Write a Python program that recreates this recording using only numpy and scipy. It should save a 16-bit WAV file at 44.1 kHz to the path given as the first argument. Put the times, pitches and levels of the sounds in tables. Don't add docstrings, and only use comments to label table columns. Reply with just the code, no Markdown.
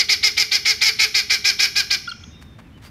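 import sys
import numpy as np
from scipy import signal
from scipy.fft import rfft, irfft
from scipy.io import wavfile
from scipy.ndimage import uniform_filter1d, minimum_filter1d

SR = 44100
rng = np.random.default_rng(int(sys.argv[2]) if len(sys.argv) > 2 else 0)


def master(y):
    cut = np.clip(np.atleast_2d(y).T, -1, 1)
    pcm = np.round(cut * 32767)
    wavfile.write(sys.argv[1], SR, pcm.astype(np.int16))


N = 127890


def amp(db):
    return 10 ** (np.asarray(db) / 20)


def unit(x):
    return x / np.sqrt(np.mean(x ** 2) + 1e-20)


def read(points, hz, axis=1):
    table = np.transpose(points)
    return np.interp(np.log(hz + 1), np.log(table[0] + 1), table[axis])


def add(mix, start_s, sound):
    at = round(start_s * SR)
    sound = sound[max(-at, 0):]
    part = mix[max(at, 0):][:len(sound)]
    part += sound[:len(part)]


def drift(span_s, size=N):
    hz = np.fft.rfftfreq(size, 1 / SR)
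    spectrum = rfft(rng.standard_normal(size)) * np.exp(-(hz * span_s) ** 2)
    return unit(irfft(spectrum, size))


def colour(x, points, tilt_db=0, size=2048):
    hz = abs(np.fft.fftfreq(size, 1 / SR))
    octaves = np.log2((hz + 50) / 2000)
    log_gain = np.log(amp(read(points, hz) + tilt_db * octaves))
    response = np.exp(np.conj(signal.hilbert(log_gain)))
    taps = np.fft.ifft(response).real
    return signal.fftconvolve(x, taps[:size // 2])[:len(x)]


def resonate(x, hz, width_hz):
    turn = np.exp(2j * np.pi * np.cumsum(hz * np.ones(len(x))) / SR)
    r = np.exp(-np.pi * width_hz * np.pi / 2 / SR)
    steady = signal.lfilter([(1 - r) ** 2], [1, -2 * r, r * r], x / turn)
    return 2 * (turn * steady).real


def guineafowl_calls():
    # start/s, length/s, level/dB, top pitch/Hz, throat resonance/Hz, low resonance/dB,
    # beak resonances/dB, beak tuning/share, brightness/dB per octave, roughness/factor
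    call_rows = [(-.043, 0.066, -12, 426, 2234, -12, 1.5, 1, -0.5, 1.2),
                 (.085, 0.064, -14, 422.6, 2277, -9.5, 1, 0.98, 0.5, 0.72),
                 (0.226, 0.066, -13.5, 428.7, 2254, -9, 1.5, 0.99, 0, 0.6),
                 (.366, 0.07, -15, 428.3, 2284, -9, 1.5, 0.99, 1, 1.2),
                 (0.511, .067, -15.5, 417.2, 2295, -6, 2.5, 0.99, 1, 1.04),
                 (0.648, 0.08, -15, 434.7, 2274, -6, 0, 1, 0, 1.2),
                 (.807, .098, -14.5, 443.6, 2297, -7, -1, 0.99, 0.5, 2.1),
                 (0.986, 0.075, -14, 440.8, 2353, -5.5, -1.5, 0.98, 0, 1.7),
                 (1.139, 0.074, -15.5, 417.8, 2316, -5.5, 1, 0.97, 0.5, 1.2),
                 (1.294, .071, -15.5, 420.2, 2290, -3.5, 0, 1, 0, 1.2),
                 (1.44, 0.076, -14.5, 413.1, 2354, -3.5, 1, 1.007, .5, 0.89),
                 (1.587, 0.081, -15, 412.3, 2360, -3, 2, 1, 1, 1.46),
                 (1.751, 0.067, -16, 412.2, 2410, 1.5, 3, 1.01, 2, 0.79),
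                 (1.9, 0.059, -16.5, 403.6, 2320, -1, 2.5, 0.99, 1, 1.47)]
    mix = np.zeros(N)
    for start, *settings in call_rows:
        add(mix, start, call(*settings))
    return mix


def call(length, level_db, top_hz, throat_hz, low_db, beak_db, tuning, tilt_db, roughness, size=6000):
    # open centre before tuning f/Hz, width/Hz, level/dB
    beak_rings = [(3366, 160, -7.5), (4134, 280, -2), (4566, 247, 1.5), (5200, 530, 3), (5920, 250, -11.5),
                  (6690, 140, -20)]
    # f/Hz, level/dB
    voice_colour = [(200, -40.5), (420, -24.5), (600, -28.5), (850, -23.5), (1100, -21), (1400, -32.5),
                    (2000, -27), (2900, -4.5), (4500, -21), (6800, -20), (7800, -35.5), (9000, -27),
                    (10300, -34), (11700, -28), (13200, -37), (15500, -42.5)]
    t = np.arange(size) / SR
    u = np.minimum(t / length, 1.3)

    crest = 0.4856
    rising = np.maximum(1 - u / crest, 0) ** 4
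    falling = np.maximum((u - crest) / (1 - crest), 0) ** 2
    arch = 1 - 0.15 * rising - 0.1235 * falling
    hz = top_hz * arch * (1 + 0.006 * drift(0.003, size))

    attack_s, release_s, release_lead_s = 0.011, 0.046, 0.011
    release = np.clip(1 - (t - length + release_lead_s) / release_s, 0, 1) ** 2
    shape = np.minimum(t / attack_s, 1) * release

    bright_hz, bright_rise_s, bright_fade = 2980, 0.015, 3.6
    bright = np.minimum(t / bright_rise_s, 1) ** 2 * release ** bright_fade
    pulses = windpipe(syrinx(t, hz, roughness))
    dull = signal.sosfiltfilt(signal.butter(1, bright_hz, fs=SR, output="sos"), pulses)
    drive = shape * (dull + bright * (pulses - dull))

    voice = colour(drive, voice_colour, tilt_db)
    voice += amp(low_db) * resonate(drive, 1623, width_hz=142)
    accent_db = 5 * np.exp(-((t - 0.015) / 0.0073) ** 2)
    voice += amp(4 + accent_db) * resonate(drive, throat_hz, width_hz=263)
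    voice += amp(-15) * resonate(pulses * falling * release, 1520, width_hz=280)

    closed_share, open_s, shut_share, shut_db = 0.52, 0.0073, 0.16, -0.5
    opening = tuning * (1 - closed_share * np.exp(-t / open_s) - shut_share * falling)
    for beak_hz, width_hz, db in beak_rings:
        wander, flutter = drift(0.006, size), drift(0.006, size)
        ring_hz = beak_hz * opening * (1 + 0.013 * wander)
        ring = resonate(shape * pulses, ring_hz, width_hz)
        ring_db = db + beak_db + shut_db * falling + 2 * flutter
        voice += amp(ring_db) * ring * release ** (bright_fade / 2)
    return amp(level_db) * voice * np.linalg.norm(shape) / np.linalg.norm(voice)


def syrinx(t, hz, roughness, size=64):
    jitter, shimmer, rasp = 0.013, 0.16, 0.13
    onset_jitter, settle_s = 0.07, 0.014
    turns = np.cumsum(hz) / SR
    slip, force = rng.standard_normal((2, size))
    at = np.interp(np.arange(size), turns, t, right=1)
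    at = at + slip * (roughness * jitter + onset_jitter * np.exp(-at / settle_s)) / hz.max()
    offset = (t - at[:, None]) * SR
    pulses = np.exp(shimmer * force) @ (np.sinc(offset) * (abs(offset) < 20))
    puff_shape = np.exp(-(turns % 1) / 0.91)
    puffs = puff_shape * rng.standard_normal(len(t))
    hiss = 2 * unit(np.diff(puffs, prepend=0))
    return unit(pulses) + np.sqrt(rasp) * (unit(puffs) / 2 + hiss)


def windpipe(x):
    # f/Hz, width/Hz
    smear = [(2300, 750), (4700, 1250), (5600, 300), (9000, 9000), (12000, 8400)]
    for hz, width_hz in smear:
        r = np.exp(-np.pi * width_hz / SR)
        poles = np.array([1, -2 * r * np.cos(2 * np.pi * hz / SR), r * r])
        x = signal.lfilter(poles[::-1], poles, x)
    return signal.sosfilt(signal.butter(2, 250, "high", fs=SR, output="sos"), x)


def closing_squeaks():
    # start/s, length/s, level/dB, pitch f/Hz, glide/share, overtone slope/dB per octave
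    squeak_rows = [(2.072, 0.0086, -37.5, 3373, 0.01, -27), (2.075, 0.016, -27, 1412, 0.052, -16.5),
                   (2.086, 0.024, -36.5, 1409, -0.042, -10), (2.089, 0.0087, -31, 4420, -0.18, -23),
                   (2.096, 0.011, -34, 4250, 0.0051, -19), (2.114, .007, -30.5, 3230, -0.093, -21),
                   (2.1168, 0.011, -30, 1393, -0.054, -9.5), (2.236, 0.0076, -39.5, 3340, 0.098, -23),
                   (2.237, 0.0081, -46, 1370, 0.026, -2.5)]
    mix = np.zeros(N)
    for start, *settings in squeak_rows:
        add(mix, start, whistle(*settings, waver=0.0077))
    return mix


def distant_peeps():
    # start/s, length/s, level/dB, pitch f/Hz, glide/share, arch/share, waver/share
    peep_rows = [(2.177, .17, -58.5, 6360, -0.013, 0, 0.031), (2.281, 0.17, -56.5, 3680, .01, 0, 0.022),
                 (2.317, .06, -61, 2700, -0.15, 0.029, .01), (2.388, 0.22, -62.5, 3640, -0.045, 0, 0.011),
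                 (2.64, 0.058, -65, 2510, -0.125, .04, .01),
                 (2.718, 0.076, -61.5, 2800, 0.0091, 0.086, .01),
                 (2.83, 0.074, -57, 4480, .08, 0.035, .025)]
    mix = np.zeros(N)
    for start, length, level_db, hz, glide, arch, waver in peep_rows:
        add(mix, start, whistle(length, level_db, hz, glide, 0, waver, arch, count=1))
    return mix


def whistle(length, level_db, hz, glide, overtones_db, waver, arch=0, count=4):
    u = np.arange(0, length, 1 / SR) / length
    bend = glide * (u - 0.5) + arch * np.sin(np.pi * u) + waver * drift(0.002)[:len(u)]
    phase = 2 * np.pi * np.cumsum(hz * (1 + bend)) / SR
    tone = np.zeros(len(u))
    for k in range(1, count + 1):
        if k * hz < SR / 2:
            tone += amp(overtones_db * np.log2(k)) * np.sin(k * phase)
    return amp(level_db) * unit(tone * np.sin(np.pi * u))


def grit_scuffs():
    # start/s, length/s, level before the swell and fade/dB, treble tilt/dB per octave
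    scuff_rows = [(2.409, 0.029, -48, 1), (2.58, 0.03, -46, -1.5), (2.774, 0.013, -46.5, -1.5),
                  (2.814, 0.079, -46.5, 2)]
    mix = np.zeros(N)
    for start, *settings in scuff_rows:
        add(mix, start, scuff(*settings))
    return mix


def scuff(length, level_db, tilt_db, size=6000):
    # f/Hz, level/dB
    grit_colour = [(150, -17), (700, 2.5), (1500, 1.5), (2300, -0.5), (4500, -8), (7000, -13.5),
                   (15000, -23)]
    grains_per_s = 6000
    u = np.minimum(np.arange(size) / SR / length, 1)
    grains = rng.standard_normal(size)
    grains *= amp(3 * np.minimum(rng.exponential(1, size), 3))
    grains *= rng.random(size) < grains_per_s / SR
    return amp(level_db) * np.sin(np.pi * u) * unit(colour(grains, grit_colour, tilt_db))


def yard(x):
    # delay t/s, level/dB
    wall_echoes = [(.0047, -25.5), (.0125, -19), (.026, -20.5), (0.042, -19.5)]
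    # f/Hz, level/dB, time to fade by 60 dB t/s
    tail_bands = [(191, -2.5, 1), (420, 3, 0.24), (848, -15.5, 0.8), (1440, -12.5, 0.47), (2200, -15.5, 1),
                  (3000, -14, 0.87), (4100, -15.5, .6), (4570, -7, 0.44), (4750, -19.5, 0.5),
                  (5300, -10.5, 1), (6500, -14, 0.81), (7560, -18, 0.78), (11140, -4.5, 0.39),
                  (15000, -5, 0.21)]
    hz, t, noise = signal.stft(rng.standard_normal(SR), SR, nperseg=256)
    fade_s = read(tail_bands, hz, axis=2)[:, None]
    decay = amp(-60 * t / fade_s) * np.minimum(t / 0.01, 1)
    energy = SR * np.mean(decay ** 2, axis=1, keepdims=True)
    decay *= amp(read(tail_bands, hz))[:, None] / np.sqrt(energy)
    response = signal.istft(noise * decay, SR, nperseg=256)[1]
    for delay, db in wall_echoes:
        response[round(delay * SR)] += amp(db)
    return signal.fftconvolve(x, response)[:N]


def air():
    # f/Hz, relative level/dB per Hz
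    rumble_colour = [(15, -47), (25, -16), (45, -8), (75, 2.5), (130, -4.5), (250, -8), (420, -20.5),
                     (600, -24.5), (1200, -26.5), (2000, -28), (3500, -34), (4500, -40), (8000, -48),
                     (15000, -51.5)]
    # t/s, level/dB
    level_points = [(0, -48.5), (2.05, -48), (2.25, -44.5)]
    hz, t = np.fft.rfftfreq(N, 1 / SR), np.arange(N) / SR
    rumble = unit(irfft(rfft(rng.standard_normal(N)) * amp(read(rumble_colour, hz)), N))
    hum_hz = 211.8 * (1 + 0.011 * drift(0.1))
    hum = unit(np.sin(2 * np.pi * np.cumsum(hum_hz) / SR))
    level_db = 1 + np.interp(t, *np.transpose(level_points))
    return amp(level_db) * (rumble + amp(-13.5) * hum)


def scene():
    calls, squeaks = guineafowl_calls(), closing_squeaks()
    rest = distant_peeps() + grit_scuffs()
    wet = yard(calls + amp(-3.5) * squeaks + rest)
    return (calls + squeaks + rest + wet + air())[None]


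def record(dry):
    limit_db, limit_s, edge_hz = -4, 0.0014, 15650
    span = max(round(limit_s * SR), 2)
    gain = np.minimum(amp(limit_db) / (abs(dry) + 1e-9), 1)
    gain = uniform_filter1d(minimum_filter1d(gain, span), span)
    lowpass = signal.firwin(511, edge_hz, window=("kaiser", 9), fs=SR)
    return signal.oaconvolve(dry * gain, lowpass[None], "same")


dry = scene()
out = record(dry)
master(out)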